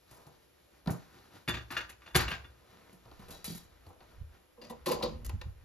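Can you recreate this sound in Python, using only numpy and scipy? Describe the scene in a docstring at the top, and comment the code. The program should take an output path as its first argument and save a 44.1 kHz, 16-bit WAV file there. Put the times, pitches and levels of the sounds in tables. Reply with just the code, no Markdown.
"""Plank on steel sawhorses

A thick plank is set down and shifted on folding steel sawhorses in a gravel yard, a few metres from a phone.
Boots thud and crunch around it, then a tool handle is pulled from a rack; gusts buffet the microphone ports.
Wood, steel, gravel and rack are banks of ringing modes driven by dying rattles of tiny random contacts;
yard air, shuffling and gusts are shaped noise, and a diffuse tail returns the yard's reflections."""
import sys
import numpy as np
from scipy import signal
from scipy.fft import rfft, irfft, next_fast_len
from scipy.io import wavfile
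from scipy.ndimage import uniform_filter1d

SR = 44100
rng = np.random.default_rng(int(sys.argv[2]) if len(sys.argv) > 2 else 0)


def int16_out(signal):
    """Quantize to a 16-bit WAV file."""
    q = np.round(np.clip(np.atleast_2d(signal).T, -1, 1) * 32767)
    wavfile.write(sys.argv[1], SR, q.astype(np.int16))


N = 248724
SPAN = 32768  # samples rendered for one blow, and length of the yard's tail
FAVOUR_DB = 7  # most that a favoured metal mode stands over the rest
SPREAD_DB = 1.9  # unevenness of tiny contacts

# Broad modes of rough contact. Each row: frequency in Hz, level in dB, t60 in seconds.
ROUGH_MODES = [(314, -1, 0.0071), (696, 6.5, 0.0024), (1390, 5, 0.0021), (2610, 3, 0.0025),
               (4200, 5, 0.0022), (5250, 14.5, 0.00023)]
# Short, high modes of loose hinges and grit. Each row: frequency in Hz, level in dB, t60 in seconds.
SIZZLE_MODES = [(6400, -7.5, 0.0011), (10240, 15, 0.0005), (12860, -5.5, 0.0021)]
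# Modes of a soft thud. Each row: multiple of the thud pitch, level in dB, t60 in seconds.
THUD_MODES = [(0.997, -3, 0.13), (1.5, -5, 0.045), (2.3, -12, 0.043)]


def gain(db):
    """Amplitude factor for a level in dB."""
    return 10 ** (np.asarray(db) / 20)


def curve(rows, column):
    """Straight lines over time through one column of a table that starts with seconds."""
    rows = np.array(rows)
    return np.interp(np.arange(N) / SR, rows[:, 0], rows[:, column])


def across(points, size):
    """A (Hz, value) table read at every bin of a transform, on a log frequency axis."""
    hz, value = np.transpose(points)
    bin_hz = np.fft.rfftfreq(size, 1 / SR)
    return np.interp(np.log(bin_hz + 1), np.log(hz + 1), value)


def colour(noise, points):
    """Noise shaped by a spectrum, rms 1."""
    shaped = irfft(rfft(noise) * gain(across(points, N)), N)
    return shaped / np.std(shaped)


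def walk(rate):
    """Random levels held 1 / rate s, then smoothed twice over that time into a slow drift."""
    hold = int(SR / rate)
    steps = np.repeat(rng.standard_normal(N // hold + 1), hold)
    smooth = uniform_filter1d(uniform_filter1d(steps, hold), hold)
    return 3.06 * smooth[:N]


def grains(shape, spread_db, share):
    """Dense tiny contacts of very uneven size, present in a given share of the samples."""
    size = gain(spread_db * rng.exponential(size=shape))
    return rng.standard_normal(shape) * size * (rng.random(shape) < share)


def chattering_contacts(count):
    """Loose parts chatter: one row of contacts for each blow, in clumps a few ms long."""
    bounce_db = 3.5
    contacts = grains((count, SPAN // 2), SPREAD_DB, 0.4)
    clumps = np.repeat(rng.standard_normal((count, SPAN // 512)), 256, axis=1)
    clumps[:, :512] = 1  # the first contact is always firm
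    return contacts * gain(bounce_db * uniform_filter1d(clumps, size=128, axis=1))


def mode_strengths(count, hz, db, favour_hz, slope_db, most_db):
    """Where a blow lands sets its mode strengths: random, and weaker per octave from the favoured pitch."""
    spot_db = db + 1.3 * rng.standard_normal((count, len(hz)))
    if favour_hz is not None:
        octaves = np.abs(np.log2(hz / favour_hz[:, None]))
        spot_db = spot_db - np.minimum(slope_db * octaves, most_db)
    return gain(spot_db) * (-1.) ** np.arange(len(hz))  # opposite signs leave no holes between neighbours


def strike(times, peak_db, t60, modes, rise_s, favour_hz=None, slope_db=0, most_db=np.inf, tune=None, blow=0):
    """A hard hit (blow: its size against the whole rattle) and a dying rattle of contacts ring the modes."""
    hold = 0.11  # share of its t60 for which a rattle keeps full strength
    out, t = np.zeros(N + SPAN), np.arange(SPAN) / SR
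    hz, db, ring = np.transpose(modes)
    contacts = chattering_contacts(len(times))
    spot = mode_strengths(len(times), hz, db, favour_hz, slope_db, most_db)
    turn = np.exp(-2j * np.pi * np.fft.rfftfreq(SPAN))[:, None]  # delay of one sample
    for k, start in enumerate(times):
        if k == 0 or tune is not None:
            pitch = hz * (1 if tune is None else tune[k])
            pole = np.exp((2j * np.pi * pitch - np.log(1000) / ring) / SR)
            bank = pole.imag * turn / ((1 - pole * turn) * (1 - pole.conj() * turn))
        decay = 1000. ** -np.clip(t / max(t60[k], .004) - hold, 0, None)
        push = np.clip(t / rise_s, 0, 1) * decay
        rattle = contacts[k] * push[:SPAN // 2]
        rattle[0] = blow * np.sqrt(np.sum(rattle ** 2))
        sound = irfft(rfft(rattle, SPAN) * (bank @ spot[k]), SPAN)
        loudest = np.sqrt(uniform_filter1d(sound ** 2, size=1024).max())  # short-term rms
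        i = int(start * SR)
        out[i:i + SPAN] += sound * gain(peak_db[k]) / loudest
    return out[:N]


def ports(sound, diffuse_db):
    """The two ports in the phone body hear the direct sound out of step; the yard returns it differently to each."""
    # Balance of the ports. Each row: frequency in Hz, left minus right in dB.
    port_pan = [(150, -1), (700, 1), (1290, 4), (2380, -0.5), (4400, 6), (15000, -3.5)]
    # Phase between the ports. Each row: frequency in Hz, lead of the left port in radians.
    port_phase = [(100, 0), (700, .9), (2200, .7), (4700, 1.3), (7100, -1.7), (7800, -2.95), (9100, -3.3),
                  (12400, -5.9), (13800, -6.28)]
    # Reflected share, ahead of diffuse_db. Each row: frequency in Hz, level in dB.
    diffuse = [(60, -18.5), (200, -5), (700, -2), (3000, -8.5), (7400, -5), (8400, -54), (14000, -42)]
    echo_t60_s = 0.29
    size = next_fast_len(N + SPAN)
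    t = np.arange(SPAN) / SR
    tail = rng.standard_normal((2, SPAN)) * 1000. ** (-t / echo_t60_s) * (t > .001)
    tail = rfft(tail / np.sqrt(np.sum(tail ** 2, axis=1, keepdims=True)), size)
    skew = gain(across(port_pan, size) / 2) * np.exp(.5j * across(port_phase, size))
    direct = np.array([skew, 1 / skew])
    reflected = tail * gain(across(diffuse, size) + diffuse_db)
    return irfft(rfft(sound, size) * (direct + reflected), size)[:, :N]


def yard_air():
    """Steady shaped noise whose level drifts very slowly."""
    # Yard spectrum. Each row: frequency in Hz, relative level in dB per Hz.
    yard_colour = [(25, -2), (60, 3.5), (130, -17.5), (300, -6.5), (1000, -16.5), (3000, -15),
                   (6500, -23.5), (8500, -15), (11500, -9), (12800, -18), (13500, -57)]
    level_db = -68.5 + 0.21 * walk(0.33)
    return gain(level_db) * colour(rng.standard_normal(N), yard_colour)


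def wind():
    """Slow eddies, partly separate at each port, and a few single thumps."""
    # Gusts on the ports. Each row: time in seconds, level in dB of the part common to both ports.
    gusts = [(0, -94), (.12, -68.5), (2.8, -108), (3.13, -53.5), (4.14, -65), (4.22, -39), (4.44, -74),
             (5.32, -35.5), (5.64, -53)]
    # Gust spectrum. Each row: frequency in Hz, relative level in dB per Hz.
    gust_colour = [(35, 6.5), (60, 2.5), (90, -4.5), (140, -17.5), (300, -68)]
    # Single buffets. Each row: start in seconds, reference level in dB, pitch in Hz, push t60 in seconds.
    buffets = [(4.198, -41.5, 74, 0.033), (5.197, -62, 58, 0.063), (5.327, -33, 92.5, 0.072),
               (5.451, -39, 79, 0.065)]
    both, left, right = (colour(rng.standard_normal(N), gust_colour) for _ in range(3))
    eddies = gain(curve(gusts, 1)) * (both + 0.56 * np.array([left, right]))
    s, db, hz, t60 = np.transpose(buffets)
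    common = strike(s, db - 3, t60, THUD_MODES, 0.039, tune=hz)
    opposed = strike(s, db - 12, t60, THUD_MODES, 0.039, tune=hz)
    return eddies + common + opposed * np.array([[1], [-1]])


def shuffle():
    """Grit dragged under soles and cloth rubbing, in patches: dull and bright grains of noise."""
    # Boots and clothes. Each row: time in seconds, level of the dull part in dB, bright part against it in dB.
    patches = [(0, -70.5, 1), (.64, -71, -2.5), (1.1, -61.5, -5.5), (1.37, -59, -5), (1.44, -68.5, -3),
               (2.5, -65, -8.5), (3.35, -63.5, -4), (4.54, -70, -11), (5.4, -66, -16)]
    # Both spectra: frequency in Hz, relative level in dB.
    dull_colour = [(100, 5), (250, 0.5), (600, -1.5), (1500, -1), (4000, -11.5), (8000, -24.0)]
    bright_colour = [(2000, -15.0), (4000, 3.5), (7000, -3.5), (11500, -1.5), (13000, -2.5), (14000, -38.0)]
    dull = colour(grains(N, SPREAD_DB, 0.3), dull_colour)
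    bright = colour(grains(N, 0.77, 0.24), bright_colour)
    level = gain(curve(patches, 1) + 1.2 * walk(24))
    return level * (dull + gain(curve(patches, 2)) * bright)


def boot(s, crunch_db, thud_db, grit_db, t60, thud_hz, crunch_hz):
    """The sole ticks and thuds at its own pitch while gravel crunches under it."""
    tick_hz, tick_db, tick_t60_s = 3500, -7.5, 0.015  # level against the crunch
    each = np.ones(len(s))
    thud = strike(s, thud_db, 0.3 * t60 * each, THUD_MODES, .003, tune=thud_hz * each, blow=1.2)
    tick = strike(s, crunch_db + tick_db, tick_t60_s * each, ROUGH_MODES, 0.0013, tick_hz * each, slope_db=23)
    crunch = strike(s, crunch_db, t60 * each, ROUGH_MODES, 0.003, crunch_hz * each, slope_db=12, blow=.15)
    grit = strike(s, grit_db, 0.6 * t60 * each, SIZZLE_MODES, 0.00056, blow=.35)
    return thud + tick + crunch + grit


def boots():
    """Steps crunch low; scuffs hiss high and jostle steel rods on the ground."""
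    # Boot steps. Each row: start in seconds, crunch in dB, ground thud in dB, grit in dB,
    # crunch t60 in seconds (thud and grit take a share of it), thud pitch in Hz.
    steps = [(0.112, -58, -68, -54.5, 0.68, 103), (0.266, -58, -57, -59.5, 0.17, 149),
             (.859, -51, -49.5, -62, 0.041, 250), (.873, -37, -27.5, -52.5, 0.21, 170.8),
             (.905, -59, -30.5, -40.5, 0.31, 122), (2.929, -70, -57.5, -58, 0.28, 175),
             (3.054, -59, -60.5, -89, 0.26, 115), (3.113, -53.5, -73, -82, 0.068, 80.6),
             (3.195, -58, -51, -59.5, 0.29, 185), (3.284, -53.5, -60, -53, 0.41, 145),
             (3.865, -57, -54.5, -63.5, 0.45, 86), (4.005, -56, -77, -88, 0.098, 82)]
    # A boot dragged round through the gravel. Each row: start in seconds, crunch, ground thud and grit in dB.
    scuffs = [(3.307, -58, -54, -45), (3.444, -48.5, -59, -35.5), (3.478, -57, -42.5, -47),
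              (3.502, -74, -42.5, -46), (3.55, -78, -49.5, -44)]
    # Steel rods on the ground. Each row: frequency in Hz, level in dB, t60 in seconds.
    rod_modes = [(3300, -5, .03), (3950, 0, .03), (4680, 0, .025), (5660, -3, .02), (7000, -6, .015)]
    step_crunch_hz = 884
    scuff_t60_s, scuff_thud_hz, scuff_crunch_hz = 0.38, 165.3, 4940
    rods_db = 2.5  # against the crunch of a scuff
    s, crunch_db = np.transpose(scuffs)[:2]
    walking = boot(*np.transpose(steps), step_crunch_hz)
    dragging = boot(*np.transpose(scuffs), scuff_t60_s, scuff_thud_hz, scuff_crunch_hz)
    rods = strike(s, crunch_db + rods_db, np.full(len(s), scuff_t60_s), rod_modes, .001)
    return walking + dragging + rods


def handle():
    """A handle pulled from a rack: the rack drums, the tube scrapes and clinks, with a sizzle on top."""
    # Scrapes and bumps in the rack. Each row: start in seconds, body, scrape, clink and sizzle in dB,
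    # base rattle t60 in seconds (clink and sizzle take a share), favoured body and tube pitches in Hz.
    pulls = [(4.572, -55, -85, -85, -75, 0.18, 479, 2160), (4.615, -53, -54, -53, -67, 0.32, 480, 4780),
             (4.697, -43, -58, -56.5, -48.5, 0.13, 543, 3520),
             (4.859, -30, -36.5, -44.5, -34.5, 0.36, 500, 4200),
             (4.914, -39, -43.5, -43.5, -33, 0.16, 510, 4770), (5.006, -39, -64, -80, -67, 0.21, 790, 2000),
             (5.024, -32, -34, -43.5, -43, 0.16, 398, 4600), (5.058, -48.5, -58, -75, -66, 0.56, 229, 2470),
             (5.246, -61, -70, -59, -42.5, 0.19, 169, 5250),
             (5.293, -48, -48, -59, -46.5, 0.032, 1020, 1960),
             (5.412, -50, -44.5, -54, -70, 0.033, 980, 3650)]
    # Drumming rack. Each row: frequency in Hz, level in dB, t60 in seconds.
    rack_modes = [(151.3, -10.5, 0.43), (229, -2.5, 0.13), (280, -4, 0.039), (376, -0.5, 0.023),
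                  (494, 2.5, 0.043), (560, 5.5, 0.022), (782, 4.5, 0.014), (1022, 9, 0.012)]
    # Clinking tube. Each row: frequency in Hz, level in dB, t60 in seconds.
    tube_modes = [(1950, -1, .06), (2800, 0, .07), (3550, -3, .03), (4150, 0, .025), (4780, 0, .07)]
    s, body_db, scrape_db, clink_db, sizzle_db, t60, body_hz, tube_hz = np.transpose(pulls)
    body = strike(s, body_db, t60, rack_modes, 0.006, body_hz, slope_db=5.5)
    scrape = strike(s, scrape_db, t60, ROUGH_MODES, .003, tube_hz, slope_db=4)
    clink = strike(s, clink_db, .7 * t60, tube_modes, .001, tube_hz, slope_db=40, most_db=FAVOUR_DB, blow=.6)
    sizzle = strike(s, sizzle_db, 0.66 * t60, SIZZLE_MODES, 0.0011)
    return body + scrape + clink + sizzle


def plank():
    """Rough wood cracks on steel legs that ring, the plank booms, the trestle rocks on, loose hinges sizzle."""
    # Plank meets trestle. Each row: start in seconds, crack, steel ring, plank boom and hinge sizzle in dB,
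    # base rattle t60 in seconds (scaled for all but the crack), favoured steel pitch in Hz.
    knocks = [(1.477, -36.5, -35.5, -39, -42, 0.1, 2195), (1.485, -37.5, -29.5, -38.5, -37, 0.16, 3520),
              (1.539, -40, -40, -47.5, -73, 0.073, 2483), (1.548, -41.5, -48, -69, -75, 0.11, 3520),
              (1.569, -46, -41.5, -50.5, -77, 0.17, 3520), (1.704, -41.5, -42.5, -49, -46, 0.34, 1174),
              (1.7662, -35, -29.5, -60, -49.5, 0.12, 1437), (1.805, -44, -42, -68, -58, 0.13, 2800),
              (1.891, -51, -54, -71, -48, 0.15, 2800), (2.019, -67, -56.5, -86, -82, 0.27, 1174),
              (2.061, -52.5, -54, -101, -78, 0.13, 2800), (2.076, -82, -50.5, -86, -65.5, 1, 890),
              (2.146, -32.5, -36, -43, -37, 0.11, 1600), (2.152, -22, -24, -29.5, -22.5, 0.16, 1620),
              (2.199, -32.5, -35.5, -50, -38, 0.24, 1800), (2.28, -37.5, -35, -51, -49, 0.29, 2800),
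              (2.314, -39.5, -35.5, -46, -56, 0.16, 1600), (2.444, -76, -51, -64.5, -76, 0.11, 2800)]
    # Steel legs. Each row: frequency in Hz, level in dB, t60 in seconds.
    steel_modes = [(890, -9, .06), (1174, -5, .06), (1437, -1, .045), (1600, 0, .045), (1690, 0, .045),
                   (1890, -3, .045), (2195, -4, .045), (2483, -1, .04), (2800, -2.5, .06), (3520, -4, .068),
                   (4720, -12, .05), (6450, -15, .05)]
    # Plank. Each row: frequency in Hz, level in dB, t60 in seconds.
    plank_modes = [(115, -4.5, 0.57), (160, 5.5, 0.093), (217.2, -1, 0.22), (275, 3.5, 0.052),
                   (356.6, -3, 0.17), (539, -8.5, 0.025)]
    # Whole trestle rocking. Each row: frequency in Hz, level in dB, t60 in seconds.
    sway_modes = [(45.6, -7, 0.15), (65.6, 31, 0.12), (90, 0.5, 0.049)]
    crack_hz, sway_db = 1740, -5  # sway against boom
    s, crack_db, ring_db, boom_db, sizzle_db, t60, hz = np.transpose(knocks)
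    crack = strike(s, crack_db, t60, ROUGH_MODES, 0.0021, np.full(len(s), crack_hz), slope_db=5.0)
    ring = strike(s, ring_db, .7 * t60, steel_modes, .0005, hz, slope_db=80, most_db=FAVOUR_DB, blow=.85)
    boom = strike(s, boom_db, 0.17 * t60, plank_modes, 0.0011, blow=0.82)
    sway = strike(s, boom_db + sway_db, 3.3 * t60, sway_modes, .005)
    hinges = strike(s, sizzle_db, 0.57 * t60, SIZZLE_MODES, 0.0093)
    return crack + ring + boom + sway + hinges


def scene():
    """Yard air is mostly diffuse, the near sources more direct; wind acts on the ports themselves."""
    background = ports(yard_air(), 10.5)
    sources = ports(shuffle() + boots() + handle() + plank(), 0.11)
    return background + wind() + sources


def record(dry):
    """The microphone loses the deepest bass and the highest treble, then the top is cut."""
    # Microphone response. Each row: frequency in Hz, level in dB.
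    mic = [(35, -15), (55, 3), (12600, -5), (13600, -13), (16000, -28)]
    top_hz = 16200
    size = next_fast_len(N + SPAN)
    heard = irfft(rfft(dry, size) * gain(across(mic, size)), size)[:, :N]
    top_cut = signal.ellip(8, .2, 70, top_hz, fs=SR, output="sos")
    return signal.sosfilt(top_cut, heard)


dry = scene()
out = record(dry)
int16_out(out)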